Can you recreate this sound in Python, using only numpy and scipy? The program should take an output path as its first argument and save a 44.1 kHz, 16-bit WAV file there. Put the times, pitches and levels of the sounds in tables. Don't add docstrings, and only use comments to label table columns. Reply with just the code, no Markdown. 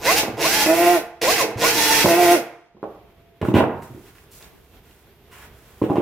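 import sys
import numpy as np
from scipy import signal
from scipy.fft import rfft, irfft
from scipy.io import wavfile
from scipy.ndimage import uniform_filter1d

SR = 44100
rng = np.random.default_rng(int(sys.argv[2]) if len(sys.argv) > 2 else 0)


def wrap_up_sound(samples):
    columns = np.atleast_2d(samples).T
    tamed = np.clip(columns, -1, 1)
    steps = np.round(tamed * 32767).astype(np.int16)
    wavfile.write(sys.argv[1], SR, steps)


def volts_from_decibels(level):
    exponent = np.asarray(level, float) / 20
    return 10 ** exponent


N = 265041

# (time [s], gear whine [Hz], motor effort [dB])
SQUEEZES = [
    [(0.0, 401.2, -52), (0.06, 491.1, -24), (0.116, 702.6, -20), (0.15, 785.5, -27.5), (0.186, 846.5, -21),
     (0.22, 869, -31), (0.25, 599, -44.5), (0.3, 392.3, -57)],
    [(0.37, 400.5, -45.5), (0.422, 467.7, -23.5), (0.455, 633.5, -24), (0.492, 767.4, -24),
     (0.552, 849.2, -22.5), (0.63, 860.4, -21), (0.665, 866.5, -33)],
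    [(1.215, 425.8, -24.5), (1.272, 544.3, -24), (1.325, 789.5, -20), (1.351, 832.3, -28), (1.39, 700, -23),
     (1.425, 532.2, -24.5), (1.48, 400.6, -53.5), (1.52, 402.6, -49.5)],
    [(1.572, 402.5, -45.5), (1.624, 507.7, -22), (1.686, 795.2, -22.5), (1.724, 844.6, -26.5),
     (1.794, 900, -22.5), (1.984, 888.6, -20.5), (2.035, 879.5, -20.5), (2.05, 877, -37)],
]
# (time [s], shaft [Hz], motor effort [dB], bit pressure on the work [dB])
SLIPS = [
    [(0.66, 307.6, -31, -24.5), (0.705, 322.5, -32.5, -20), (0.77, 340.1, -31, -25),
     (0.866, 347.9, -30, -18), (0.92, 349.7, -32, -21.5), (0.962, 344.3, -34.5, -19.5),
     (0.98, 319.5, -37.5, -28.5), (1.03, 251.1, -64, -61)],
    [(2.05, 314.7, -33.5, -24), (2.088, 339.2, -28, -22.5), (2.15, 343.6, -31, -21),
     (2.185, 349.1, -32, -20.5), (2.226, 350.7, -27.5, -22), (2.33, 350, -29, -17.5),
     (2.352, 347, -33, -18), (2.375, 273.7, -36, -31.5), (2.42, 217.6, -58.5, -55)],
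]
# (multiple of the whine [1], level [dB], roughness [0-1])
LOADED_ORDERS = [(1 / 3, 0.83, 0.19), (1 / 2, -2.2, 0.6), (2.01, -0.13, 0.44), (2.7, -7, 0.17),
                 (3.76, 1.3, 0.15), (3.2, -15, 0.4), (5.9, -8, 1)]
# (multiple of the shaft [1], level [dB], roughness [0-1])
FREE_ORDERS = [(1 / 2, -25.5, .1), (3 / 2, -11, 0.13), (5 / 2, -11, 0.066), (3, -13.5, .1),
               (7 / 2, -18.5, 0.22), (4, -17.5, 0.4), (9 / 2, -20, .15), (11 / 2, -13, .1),
               (13 / 2, -16, 0.1), (15 / 2, -21, .15), (8, -18, 0.17)]
# (frequency [Hz], density [dB per Hz])
HISS = [(1760, -6.5), (3000, 2.5), (3260, -30), (3720, 1), (5860, 1.5), (8180, -8), (12900, -10),
        (15100, -9.5), (15900, -26)]
# (frequency [Hz], width [Hz], level [dB])
GRIND = [(1190, 250, -10.5), (1473, 230, -2), (1927, 340, 4), (2250, 550, 3), (2598, 160, 5),
         (3336, 320, -2.5)]
# (frequency [Hz], width [Hz], level [dB])
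RUMBLE = [(115, 22, -11.5), (152.5, 11, -1), (212, 9.7, -3), (322, 23, 6.5), (468, 28.5, 7),
          (562, 26, -2.5), (671, 58, 1.5), (880, 240, -4.5)]
# (frequency [Hz], width [Hz], level [dB])
BENCH = [(99, 67, -7), (112, 57, 1), (235, 35.5, -0.5), (311.3, 110, 5), (355, 120, 7.5), (441.5, 27, -5.5),
         (522.5, 65, -0.5), (633.3, 27, 4), (787, 59, 3), (1140, 215, 7.5), (1230, 410, 1.5),
         (1930, 170, -17.5)]
# (frequency [Hz], width [Hz], level [dB])
PLYWOOD = [(720, 45, 14.5), (780, 23, -4.5), (1043, 79, -0.5), (1256, 150, -1.5)]
# (time [s], peak [dB], contact [ms], struck plank [Hz])
BIT_JOLTS = [(0.229, -9.5, 0.098, 336), (0.279, -13.5, 0.47, 686), (0.658, -7, 0.19, 594.3),
             (0.966, -23.5, 0.17, 667), (1.555, -19.5, 0.69, 112.3), (0.331, -23.5, 0.79, 113),
             (2.048, -17, 0.62, 95), (2.041, -1, 0.22, 202), (2.055, 1, 0.074, 530),
             (2.076, -22, 0.12, 350), (2.358, -16, 0.13, 676)]
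# (time [s], peak [dB], contact [ms], struck plank [Hz])
DRILL_DOWN = [(3.411, -10, 0.33, 163), (3.417, -16, 0.63, 90), (3.542, -7.5, 0.65, 96.5),
              (3.424, -10, 0.27, 390), (3.448, -10.5, 0.15, 224), (3.481, 0, 0.41, 325),
              (3.49, -18, 0.21, 244), (3.513, -12, 0.21, 352), (3.538, 4.5, 0.36, 284),
              (3.551, -1.5, 0.16, 270), (3.564, 2.5, 0.23, 315), (3.584, -2, 0.12, 267),
              (3.603, 1, 0.07, 443), (3.625, -4.5, 0.2, 448), (3.637, -3, 0.086, 300),
              (3.896, -25.5, 0.53, 130), (3.944, -24, 0.8, 338), (3.973, -26, 0.69, 355)]
# (time [s], peak [dB], contact [ms], struck plank [Hz])
PART_TAPS = [(2.745, -36.5, 0.46, 216), (2.765, -34, 0.12, 368), (2.826, -12, 0.15, 406),
             (2.836, -13, 0.11, 605), (5.813, -6.5, 0.27, 310), (5.8168, -0.5, 0.32, 328),
             (5.836, -8.5, 0.35, 328), (5.889, -12, 0.3, 325), (5.896, -5.5, 0.2, 795),
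             (5.902, -2.5, 0.27, 306), (5.913, -4, 0.21, 303), (5.954, -6, 0.23, 618),
             (5.966, -6, 0.16, 803), (5.979, 0, 0.44, 343), (6, -9.5, 0.17, 445)]
# (time [s], peak [dB], centre [Hz])
TICKS = [(2.8418, -44, 2720), (3.4155, -23.5, 2030), (3.5398, -23, 2760), (3.8235, -36, 2020),
         (4.0814, -43, 2070), (4.1835, -40, 2040), (4.4253, -34, 3800), (4.91, -45, 3240),
         (5.828, -44, 2080), (5.9577, -29.5, 1990)]
# (time [s], length [s], dull rub [dB], bright rub [dB])
STROKES = [(3.744, 0.49, -58.5, -60.5), (3.818, 0.017, -49.5, -51.5), (4.055, 0.024, -55, -65),
           (4.149, 0.014, -51, -61.5), (4.305, 0.077, -116, -50), (4.399, 0.055, -47, -54),
           (4.46, .3, -65, -65.5), (4.812, .2, -59.5, -62.5), (5.055, .25, -80, -80.5),
           (5.302, 0.15, -43, -52.5), (5.5, 0.55, -57, -60)]
RATTLE_STARTS_S = 3.415, 3.44, 3.541, 5.826, 5.893, 5.955
# (length [s], dull [dB], bright [dB])
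RATTLES = [(0.0058, -33, -53.5), (0.062, -39, -49.5), (0.051, -21.5, -41.5), (.02, -37, -56),
           (0.044, -46, -60), (0.023, -36.5, -59.5)]
# (frequency [Hz], t60 [s], level [dB])
ROOM = [(60, 1, -13), (298, 0.37, 2), (700, 0.55, 1), (1490, 0.65, -1.5), (2840, 0.29, -5),
        (8000, 0.25, -2.5), (16000, 0.28, -0.5)]
# (frequency [Hz], likeness [0-1])
LIKENESS = [(100, 0.94), (500, 0.97), (1500, 0.7), (4000, 0.08), (12000, 0)]
# (frequency [Hz], density [dB per Hz])
SHOP = [(15, -36), (25, -6.5), (64, 5.5), (300, -7.5), (414, -0.5), (528, -11.5), (674, -10), (1100, -16.5),
        (3310, -18), (4220, -24), (8760, -33.5), (13500, -20.5), (15900, -36)]
# (time [s], gain [dB])
DUCK = [(0, 4.5), (2.4, -17), (2.62, -17.5), (2.9, -3.5), (3.4, -3.5), (3.7, -1.5), (4.2, -0.5), (6.01, -1)]
# (frequency [Hz], width [Hz])
NOTCHES = [(2995, 50), (9000, 80)]

# (brush hiss [dB], gear grind [dB], bench rumble [dB], fan hiss [dB])
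LOADED_DB, FREE_DB = (0, -3, -11, -3), (0, 2, -6.5, 1.5)
SLOW_DB = (-1, 3.5, 14, -7.5)
FULL_HZ, FULL_DB, RUMBLE_SHARE = 940, -21, 0.27
WHINE_DB, TOOTH_DB, SHAFT_DB = -6.5, -2.5, 2
WHINE_SLOW_DB, TOOTH_SLOW_DB, SHAFT_SLOW_DB = 9, -24, -160
STAGE_RATIO, STAGE_HZ, STAGE_WIDTH_HZ, STAGE_DB = 1.7, 1051, 131, 3
ONE_DB, TWO_DB, REST_DB = 2.5, 5.5, 0.5
WOBBLE_S, WOBBLE_DEPTH, WOBBLE_DIPS_S = 0.094, 0.85, (0.664, 2.068)
CRACK_DB, PLANK_DB = (-19.5, -26.5, -30), (7, 7.5, 12)
PLY_DB, PLY_DB_PER_MS = -13, -43
SPOT_DB, BLOW_DELAY_S = 3, 0.003
STROKE_ATTACK, STROKE_FADE_S = 0.15, 0.02
LEAD = 300
ROOM_DB, NEAR_DB, LEFT_DB = -6, -0.05, -2
SHOP_DB, SHOP_BASS_DB, SHOP_TREBLE_DB, TREBLE_LAG = -50, 0, 1.5, 1.3
HUM_HZ, HUM_DB, HUM_S = 678, -59, (1.4, 3.6)
TOP_HZ = 15900


def drill():
    load_tones, load_hz = loaded_motor()
    free_tones, free_hz = racing_motor()
    beat = np.cos(2 * np.pi * np.cumsum(load_hz + free_hz) / SR)

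    hiss = coloured(HISS) * (1 + 0.5 * beat) * volts_from_decibels(1.2 * walk(60))
    brush, fan = map(unit, split(hiss, 8700))
    grind = unit(ring(rng.standard_normal(N) * volts_from_decibels(1.3 * walk(320)), GRIND)) * (1 + 0.18 * beat)
    rumble = unit(ring(rng.standard_normal(N) * volts_from_decibels(1.95 * walk(61)), RUMBLE))

    noise = np.zeros(N)
    for tables, layer_db, slow_db in ((SQUEEZES, LOADED_DB, SLOW_DB), (SLIPS, FREE_DB, np.zeros(4))):
        gate, _, hz, db = curves(tables)[:4]
        slow = 1 - hz / FULL_HZ
        efforts = db, db, FULL_DB + RUMBLE_SHARE * (db - FULL_DB), db
        for layer, effort, above, gain in zip((brush, grind, rumble, fan), efforts, layer_db, slow_db):
            noise += gate * volts_from_decibels(effort + above + gain * slow) * layer
    return load_tones + free_tones, noise


def loaded_motor():
    gate, _, hz, db = curves(SQUEEZES)
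    slow = 1 - hz / FULL_HZ
    shaft_db = SHAFT_DB + SHAFT_SLOW_DB * slow
    tooth_db = TOOTH_DB + TOOTH_SLOW_DB * slow
    tones = volts_from_decibels(WHINE_DB + WHINE_SLOW_DB * slow) * (volts_from_decibels(1.7 * walk(30)) * line(hz, 0.56) + sum(
        volts_from_decibels(level + (shaft_db if k < 1 else tooth_db)) * line(k * hz, rough)
        for k, level, rough in LOADED_ORDERS))
    stage_hz = STAGE_RATIO * hz
    stage = line(stage_hz, 0.17) + volts_from_decibels(-6.5) * line(2 * stage_hz, 1.36)
    stage *= np.exp(-((stage_hz - STAGE_HZ) / STAGE_WIDTH_HZ) ** 2)
    return gate * volts_from_decibels(db) * (tones + volts_from_decibels(STAGE_DB) * stage), gate * hz / 3


def racing_motor():
    gate, _, hz, _, press_db = curves(SLIPS)
    t = np.arange(N) / SR
    turn = (t - np.where(t < SLIPS[1][0][0], *WOBBLE_DIPS_S)) / WOBBLE_S
    wobble = 1 - WOBBLE_DEPTH * np.cos(np.pi * turn) ** 6
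    slip = 0.48 * walk(15.5)
    buzz = volts_from_decibels(ONE_DB) * line(hz, 0.08, slip)
    buzz += volts_from_decibels(TWO_DB) * wobble * line(2 * hz, 0.09, 2 * slip)
    rest = sum(volts_from_decibels(level) * line(k * hz, rough, k * slip) for k, level, rough in FREE_ORDERS)
    return gate * volts_from_decibels(press_db) * (buzz + volts_from_decibels(REST_DB) * rest), gate * hz


def knocks():
    out, t = np.zeros(N + SR), np.arange(SR // 4) / SR
    for blows, crack_db, plank_db in zip((BIT_JOLTS, DRILL_DOWN, PART_TAPS), CRACK_DB, PLANK_DB):
        spots = rng.standard_normal((len(blows), len(BENCH)))
        for (s, db, ms, plank_hz), spot in zip(blows, spots):
            push = t ** 2 * np.exp(-t / (max(ms, 0.05) / 1000))
            modes = [(hz * (1 + 0.083 * c), 0.85 * width, level + SPOT_DB * c)
                     for (hz, width, level), c in zip(BENCH, spot)]
            body = ring(push, modes) + volts_from_decibels(plank_db) * ring(push, [(plank_hz, 0.17 * plank_hz, 0.1)])
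            burst = rng.standard_normal(len(t)) * np.exp(-t / 0.0067)
            crack = ring(burst, [(2060, 1300, -18.0), (3510, 2100, -24.5)])
            ply = ring(push, [(hz * (1 + 0.019 * c), w, level) for (hz, w, level), c in zip(PLYWOOD, spot)])
            blow = peak_one(body) + volts_from_decibels(PLY_DB + PLY_DB_PER_MS * ms) * peak_one(ply)
            blow += volts_from_decibels(crack_db) * peak_one(crack)
            out[int((s + BLOW_DELAY_S) * SR):][:len(t)] += volts_from_decibels(db - 5.5) * blow
    for s, db, hz in TICKS:
        tick = ring(rng.standard_normal(len(t)) * np.exp(-t / 0.002), [(hz, 0.22 * hz, 0.1)])
        out[int(s * SR):][:len(t)] += volts_from_decibels(db) * peak_one(tick)
    return out[:N]


def hands():
    t, out = np.arange(N) / SR, np.zeros(N)
    grain = rng.standard_normal(N) * volts_from_decibels(1.5 * walk(400) + 0.79 * walk(21))
    dull = unit(ring(grain, [(1284, 1360, 0.38), (2970, 1120, 0.82)]))
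    bright = unit(ring(ring(grain, [(9600, 22000, 0.1)]), [(10500, 16200, 0.1)]))
    rattles = [(s, *row) for s, row in zip(RATTLE_STARTS_S, RATTLES)]
    for s, length, dull_db, bright_db in STROKES + rattles:
        attack = np.clip((t - s) / (STROKE_ATTACK * length), 0, 1)
        fade = np.exp(-np.maximum(t - s - length, 0) / STROKE_FADE_S)
        out += attack * fade * (volts_from_decibels(dull_db - 5.5) * dull + volts_from_decibels(bright_db) * bright)
    return out


def near():
    direct = signal.unit_impulse(SR, LEAD)
    smear = direct
    for lag in (37, 113, 241, 389):
        taps = signal.unit_impulse(lag + 1, lag) - 0.27 * signal.unit_impulse(lag + 1)
        smear = signal.lfilter(taps, taps[::-1], smear)
    return pair(direct, smear) * (np.arange(SR) < SR // 2)


def tail():
    t, out = np.arange(SR) / SR, np.zeros((2, SR))
    for hz in 40 * 2 ** np.arange(0, 8.8, 1 / 2):
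        band = signal.lfilter(*signal.iirpeak(hz, 5 / 2, SR), rng.standard_normal((2, SR)))
        decay = np.exp(-np.log(1000) * t / over_hz(ROOM, hz))
        out += volts_from_decibels(over_hz(ROOM, hz, column=2)) * band * decay
    echo = pair(*out) * np.clip((t - LEAD / SR) / 0.0014, 0, 1)
    return echo / np.sqrt(np.sum(echo ** 2) / 2)


def shop():
    _, t, duck_db = curves([DUCK])
    low, treble = split(pair(coloured(SHOP), coloured(SHOP)), 4000)
    bass, middle = split(low, 170)
    tone = volts_from_decibels(SHOP_BASS_DB) * bass + middle + volts_from_decibels(SHOP_TREBLE_DB + TREBLE_LAG * duck_db) * treble
    hum = (t > HUM_S[0]) * (t < HUM_S[1]) * line(np.full(N, HUM_HZ), 0.18)
    flicker_db = 1.5 * walk(17)
    return volts_from_decibels(SHOP_DB + duck_db + flicker_db) * tone + volts_from_decibels(HUM_DB + duck_db) * hum


def line(hz, rough, slip=0):
    phase = 2 * np.pi * np.cumsum(hz) / SR + slip + 2.22 * rough * walk(65)
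    return np.sqrt(2) * np.cos(phase) * volts_from_decibels(5.2 * rough * walk(35))


def ring(x, peaks):
    return sum((-1) ** k * volts_from_decibels(db) * signal.lfilter(*signal.iirpeak(hz, hz / width, SR), x)
               for k, (hz, width, db) in enumerate(peaks))


def coloured(spectrum):
    gain = volts_from_decibels(over_hz(spectrum, np.fft.rfftfreq(N, 1 / SR)))
    return unit(irfft(rfft(rng.standard_normal(N)) * gain, N))


def walk(rate):
    k = int(SR / rate)
    return unit(uniform_filter1d(uniform_filter1d(rng.standard_normal(N), k), k))


def pair(mid, side):
    like = np.clip(over_hz(LIKENESS, np.fft.rfftfreq(len(mid), 1 / SR)), 0, 1)
    m = rfft(mid) * np.sqrt((1 + like) / 2)
    s = rfft(side) * np.sqrt((1 - like) / 2)
    return irfft(np.array([m + s, m - s]), len(mid))


def split(x, hz):
    low = signal.sosfiltfilt(signal.butter(3, hz, fs=SR, output="sos"), x)
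    return low, x - low


def curves(tables):
    t = np.arange(N) / SR
    starts = np.array([rows[0][0] for rows in tables])
    is_open = sum(1.0 * ((t > rows[0][0]) & (t < rows[-1][0])) for rows in tables)
    gate = uniform_filter1d(is_open, size=200)
    since = t - starts[np.maximum(np.searchsorted(starts, t) - 1, 0)]
    s, *columns = np.concatenate(tables).T
    return gate, since, *(np.interp(t, s, c) for c in columns)


def over_hz(table, hz, column=1):
    table = np.transpose(table)
    return np.interp(np.log(hz + 1), np.log(table[0]), table[column])


def unit(x):
    return x / np.sqrt(np.mean(x ** 2))


def peak_one(x):
    return x / abs(x).max()


def scene():
    lines, noise = drill()
    room, direct = volts_from_decibels(ROOM_DB) * tail(), volts_from_decibels(NEAR_DB) * near()
    wet = signal.fftconvolve((noise + knocks() + hands())[None], room + direct, axes=1)
    wet += signal.fftconvolve(lines[None], volts_from_decibels(-12) * room + direct, axes=1)
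    return (wet[:, LEAD:N + LEAD] + shop()) * volts_from_decibels([[LEFT_DB / 2], [-LEFT_DB / 2]])


def low_pass(x):
    return signal.sosfilt(signal.butter(12, 16010, fs=SR, output="sos"), x)


def record(dry):
    for hz, width in NOTCHES:
        dry = signal.lfilter(*signal.iirnotch(hz, hz / width, SR), dry)
    dry = signal.sosfilt(signal.ellip(8, 0.2, 70, TOP_HZ, fs=SR, output="sos"), dry)
    return low_pass(dry)


dry = scene()
out = record(dry)
wrap_up_sound(out)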